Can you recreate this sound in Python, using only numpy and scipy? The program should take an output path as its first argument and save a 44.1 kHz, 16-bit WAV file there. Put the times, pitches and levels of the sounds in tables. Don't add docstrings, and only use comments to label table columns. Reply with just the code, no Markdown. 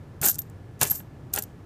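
import sys
import numpy as np
from scipy import signal
from scipy.fft import rfft, irfft, next_fast_len
from scipy.io import wavfile

SR = 44100
rng = np.random.default_rng(int(sys.argv[2]) if len(sys.argv) > 2 else 0)


def file_out(sig):
    cols = np.atleast_2d(sig).T
    lim = np.clip(cols, -1, 1)
    pcm = np.round(lim * 32767).astype(np.int16)
    wavfile.write(sys.argv[1], SR, pcm)


N = 72765
T = np.arange(N) / SR


def amp(db):
    return 10 ** (np.asarray(db) / 20)


def unit(x):
    return x / np.sqrt(np.mean(x ** 2))


def fade(t60):
    return np.exp(-np.log(1000) * T[:SR // 3] / max(t60, 1e-4))


def mode(hz, t60):
    return np.sqrt(2) * np.sin(2 * np.pi * hz * T[:SR // 3]) * fade(t60)


def add(out, at, x):
    start = int(at * SR)
    out[start:start + len(x)] += x[:N - start]


def dull(x, hz):
    return signal.sosfilt(signal.butter(2, hz, fs=SR, output="sos"), x)


def colour(x, points):
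    size = 2 * next_fast_len(N)
    hz, db = np.array(points).T
    bin_hz = np.arange(size // 2 + 1) * SR / size
    gain = unit(amp(np.interp(np.log(bin_hz + 1), np.log(hz), db)))
    cepstrum = irfft(np.log(gain))
    cepstrum[1:size // 2] *= 2
    cepstrum[size // 2 + 1:] = 0
    return irfft(rfft(x, size) * np.exp(rfft(cepstrum)))[:N]


def curve(rows, column):
    rows = np.array(rows)
    return amp(np.interp(T, rows[:, 0], rows[:, column], left=-np.inf, right=-np.inf))


def contact(t60, tail_t60, tail_db, blow_db):
    envelope = fade(t60) + amp(tail_db) * fade(tail_t60)
    rattle = envelope * rng.standard_normal(len(envelope))
    rattle *= np.linalg.norm(envelope) / np.linalg.norm(rattle)
    rattle[0] -= amp(blow_db) * np.linalg.norm(rattle)
    return rattle


def grit(grains_per_s=1800, spread_db=2.5, grain_t60=0.0065):
    hits = rng.random(N) < grains_per_s / SR
    sizes = amp(spread_db * np.minimum(rng.exponential(size=N), 4))
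    power = np.abs(signal.fftconvolve((hits * sizes) ** 2, fade(grain_t60) ** 2)[:N])
    return unit(np.sqrt(power) * rng.standard_normal(N))


def chatter(ring, swell_s=0.00024):
    age = T[:SR // 50] / swell_s
    rebounds = age * np.exp(-age) * rng.standard_normal(len(age))
    out = signal.fftconvolve(ring, rebounds)[:len(ring)]
    return out * np.linalg.norm(ring) / np.linalg.norm(out)


# f/Hz, relative level/dB
ROOM_SPECTRUM = [(25, -23.5), (45, -19), (95, -5), (142, -8), (200, -17), (335, -18.5), (480, -24.5),
                 (1600, -37.5), (3440, -48), (15000, -61)]
# f/Hz, level/dB
HUM_TONES = [(91.5, -55), (1717, -73)]


def room_tone():
    hum = sum(amp(db) * np.sqrt(2) * np.sin(2 * np.pi * (hz * T + rng.random())) for hz, db in HUM_TONES)
    rumble = unit(colour(rng.standard_normal(N), ROOM_SPECTRUM))
    return amp(-43.5) * rumble + hum


# t/s, level/dB
TABLE_THUMPS = [(0.213, -27.5), (.819, -23), (0.911, -32)]


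def thumps(hz=142.5, t60=0.08):
    out = np.zeros(N)
    soft_onset = 1 - fade(t60 / 10)
    for at, db in TABLE_THUMPS:
        add(out, at, amp(db) * mode(hz, t60) * soft_onset)
    return out


# f/Hz, relative level/dB, t60/s
TABLE_RESONANCES = [(414.6, -16, 0.09), (626, -24, 0.14), (817, -16.5, 0.045), (1434, -11, 0.04),
                    (1614, -11.5, 0.041), (1830, -17, 0.029), (2705, -19, 0.034)]
# f/Hz, relative level/dB
STACK_RESONANCES = [(883, -17.5), (1090, -21), (1250, -18), (1560, -27), (1720, -14), (2150, -25),
                    (2380, -22), (2710, -20), (3040, -19.5), (3460, -23.5), (3840, -24.5)]


def landing_bodies(stack_t60=0.055, through_stack_db=-5.5):
    table = sum(amp(db) * mode(hz, t60) for hz, db, t60 in TABLE_RESONANCES)
    stack = sum(amp(db) * mode(hz, stack_t60) * rng.choice([-1, 1]) for hz, db in STACK_RESONANCES)
    return {"table": table, "stack": stack + amp(through_stack_db) * table}


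LANDS_ON = ["table", "stack", "table"]
# f/Hz, relative level/dB
TABLE_SPECTRUM = [(80, -10), (200, 1.5), (400, -4.5), (800, 3), (1150, -8), (1550, -3), (2700, -3.5),
                  (4500, -7), (9000, -26)]
# t/s, level/dB, low-pass f/Hz
PILE_KNOCKS = [
    [(0.229, -27, 3040), (0.243, -26.5, 2520), (.262, -35.5, 2000), (0.2735, -42, 1970),
     (0.2858, -30, 2470), (.388, -43, 2520)],
    [(0.8132, -25, 7940), (0.8163, -16, 7900), (0.8275, -16.5, 1200), (0.9175, -29.5, 1477),
     (1.0036, -38, 1787)],
    [(1.3375, -39, 8000), (1.3767, -21, 4600), (1.4375, -55, 6000)],
]


def knocks_and_rumble(rumble_noise_db=-2.5, rumble_ring_db=-2):
    bodies = landing_bodies()
    out = np.zeros(N)
    for landing, knocks, slide in zip(LANDS_ON, PILE_KNOCKS, COIN_SLIDES):
        body = bodies[landing]
        rub = curve(slide, column=2) * grit()
        out += amp(rumble_noise_db) * colour(rub, TABLE_SPECTRUM)
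        out += amp(rumble_ring_db) * signal.fftconvolve(rub, body / np.linalg.norm(body))[:N]
        for at, db, dull_hz in knocks:
            rattle = contact(t60=0.006, tail_t60=0.079, tail_db=-13, blow_db=3)
            knock = colour(rattle, TABLE_SPECTRUM)[:len(body)] / np.sqrt(2) + body
            add(out, at, amp(db) * dull(knock, dull_hz))
    return out


# t/s, scrape level/dB, level/dB driving the rumble above
COIN_SLIDES = [
    [(.214, -42.5, -47.5), (.245, -24, -29), (.265, -25.5, -31.5), (.298, -28, -42), (.322, -41.5, -78),
     (.355, -44.5, -57), (.368, -70, -78)],
    [(.792, -55.5, -81), (.811, -41.5, -39), (.822, -22, -30.5), (.848, -42, -36), (.873, -31, -45.5),
     (.897, -38.5, -55), (.96, -42.5, -57.5), (.995, -52.5, -83), (1.04, -74, -71)],
    [(1.329, -49.5, -53.5), (1.35, -42, -43.5), (1.367, -41, -36), (1.385, -32, -33), (1.408, -52, -60),
     (1.438, -50, -67), (1.452, -72, -65)],
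]
# f/Hz, relative level/dB
SCRAPE_SPECTRUM = [(500, -27), (2000, -25.5), (4000, -6), (5300, 2), (7400, 8.5), (9000, 6.5), (11500, 2),
                   (15000, -1.5)]
# t/s, level/dB
COIN_WOBBLE = [(.897, -38), (.915, -29), (.93, -41.5), (.955, -32.5), (.99, -43), (1.04, -82)]
# f/Hz, relative level/dB
BENDING_MODES = [(12620, 3.5), (12780, -3), (13070, -2), (13300, 1)]


def scrapes(ring_t60=0.042, slide_ring_db=-6.5):
    coins = sum(amp(db) * mode(hz, ring_t60) for hz, db in BENDING_MODES)
    rough_ring = unit(signal.fftconvolve(grit(), coins)[:N])
    sliding = sum(curve(slide, column=1) for slide in COIN_SLIDES)
    ring_gain = amp(slide_ring_db) * sliding + curve(COIN_WOBBLE, column=1)
    return sliding * colour(grit(), SCRAPE_SPECTRUM) + ring_gain * rough_ring


# t/s, tick level/dB, tick t60/s, ring level/dB, ring f/Hz
COIN_STRIKES = [(0.215, -25, 0.0063, -26, 13700), (0.232, -28, 0.0054, -22, 13200),
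                (0.241, -21, 0.0024, -29, 13100), (0.2468, -25, .005, -26, 14900),
                (0.2504, -24.5, 0.0044, -25, 14700), (0.2562, -26, 0.0066, -14, 13000),
                (0.2621, -16.5, 0.0088, -17.5, 13100), (0.273, -20, .005, -25, 14500),
                (0.276, -17.5, 0.003, -29.5, 13220), (0.2851, -16.5, 0.009, -14.5, 13240),
                (0.2892, -18.5, 0.0029, -19, 12700), (0.2956, -18.5, .012, -14, 12940),
                (0.3031, -27, .004, -22, 12800), (0.313, -26, .005, -22, 13000),
                (0.344, -32, .004, -43, 13800), (.356, -35, 0.0079, -49, 13500),
                (0.3853, -38, 0.015, -32, 13000), (0.3895, -28, 0.012, -21, 13160),
                (0.4185, -38, .006, -54, 15000), (0.4987, -48.5, 0.0041, -67, 13030),
                (0.8134, -11, 0.0015, -25.5, 12870), (0.8212, -31.5, .006, -35.5, 13200),
                (.83, -17, 0.0086, -29, 13100), (0.832, -11.5, 0.004, -30.5, 13200),
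                (0.8408, -22, 0.002, -29, 13000), (0.8519, -24, .003, -34.5, 13000),
                (0.8988, -32, .003, -20.5, 12800), (0.908, -26.5, .012, -15, 13030),
                (0.9126, -26.5, 0.0074, -14, 13070), (0.957, -33.5, 0.019, -34, 13280),
                (1.3362, -23.5, 0.0057, -21.5, 13500), (1.3385, -18.5, 0.003, -31.5, 13700),
                (1.3512, -26, 0.0036, -45.5, 13200), (1.361, -22.5, 0.012, -32.5, 13450),
                (1.387, -20, 0.005, -26.5, 13000), (1.3887, -26.5, .005, -25.5, 12700),
                (1.423, -30, 0.0083, -28.5, 13070), (1.437, -37, 0.0086, -35, 13100)]
# f/Hz, relative level/dB
TICK_SPECTRUM = [(500, -26), (2000, -22.5), (3500, -8), (5200, -3), (7400, 4.5), (9000, 2.5), (11500, 2.5),
                 (15000, -0.5)]
# t/s, f/Hz, level/dB, t60/s
FREE_COINS = [(.256, 13200, -25, .05), (.305, 13120, -31, .05), (.39, 13190, -37, .11),
              (1.339, 13100, -24, .03)]


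def clinks(ring_t60=0.031, spread_hz=200):
    ticks, rings = np.zeros(N), np.zeros(N)
    for at, tick_db, tick_t60, ring_db, ring_hz in COIN_STRIKES:
        add(ticks, at, amp(tick_db) * contact(tick_t60, tail_t60=0.025, tail_db=-4, blow_db=-15))
        coins = rng.standard_normal(size=(6, 2))
        ring = chatter(sum(share * mode(ring_hz + spread_hz * detune, ring_t60)
                           for share, detune in coins))
        ring *= np.linalg.norm(fade(ring_t60)) / np.linalg.norm(ring)
        add(rings, at, amp(ring_db) * ring)
    for at, hz, db, t60 in FREE_COINS:
        add(rings, at, amp(db) * mode(hz, t60))
    return colour(ticks, TICK_SPECTRUM) + rings


def scene(echo_t60=0.35, echo_db=-21, echo_delay_s=0.004):
    direct = clinks() + scrapes() + knocks_and_rumble() + thumps()
    walls = fade(echo_t60) * rng.standard_normal(SR // 3) * (T[:SR // 3] > echo_delay_s)
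    echo = signal.fftconvolve(direct, walls / np.linalg.norm(walls))[:N]
    return (direct + amp(echo_db) * dull(echo, hz=6950) + room_tone())[None]


def record(dry):
    return signal.sosfilt(signal.ellip(10, 0.2, 70, 15400, fs=SR, output="sos"), dry)


dry = scene()
out = record(dry)
file_out(out)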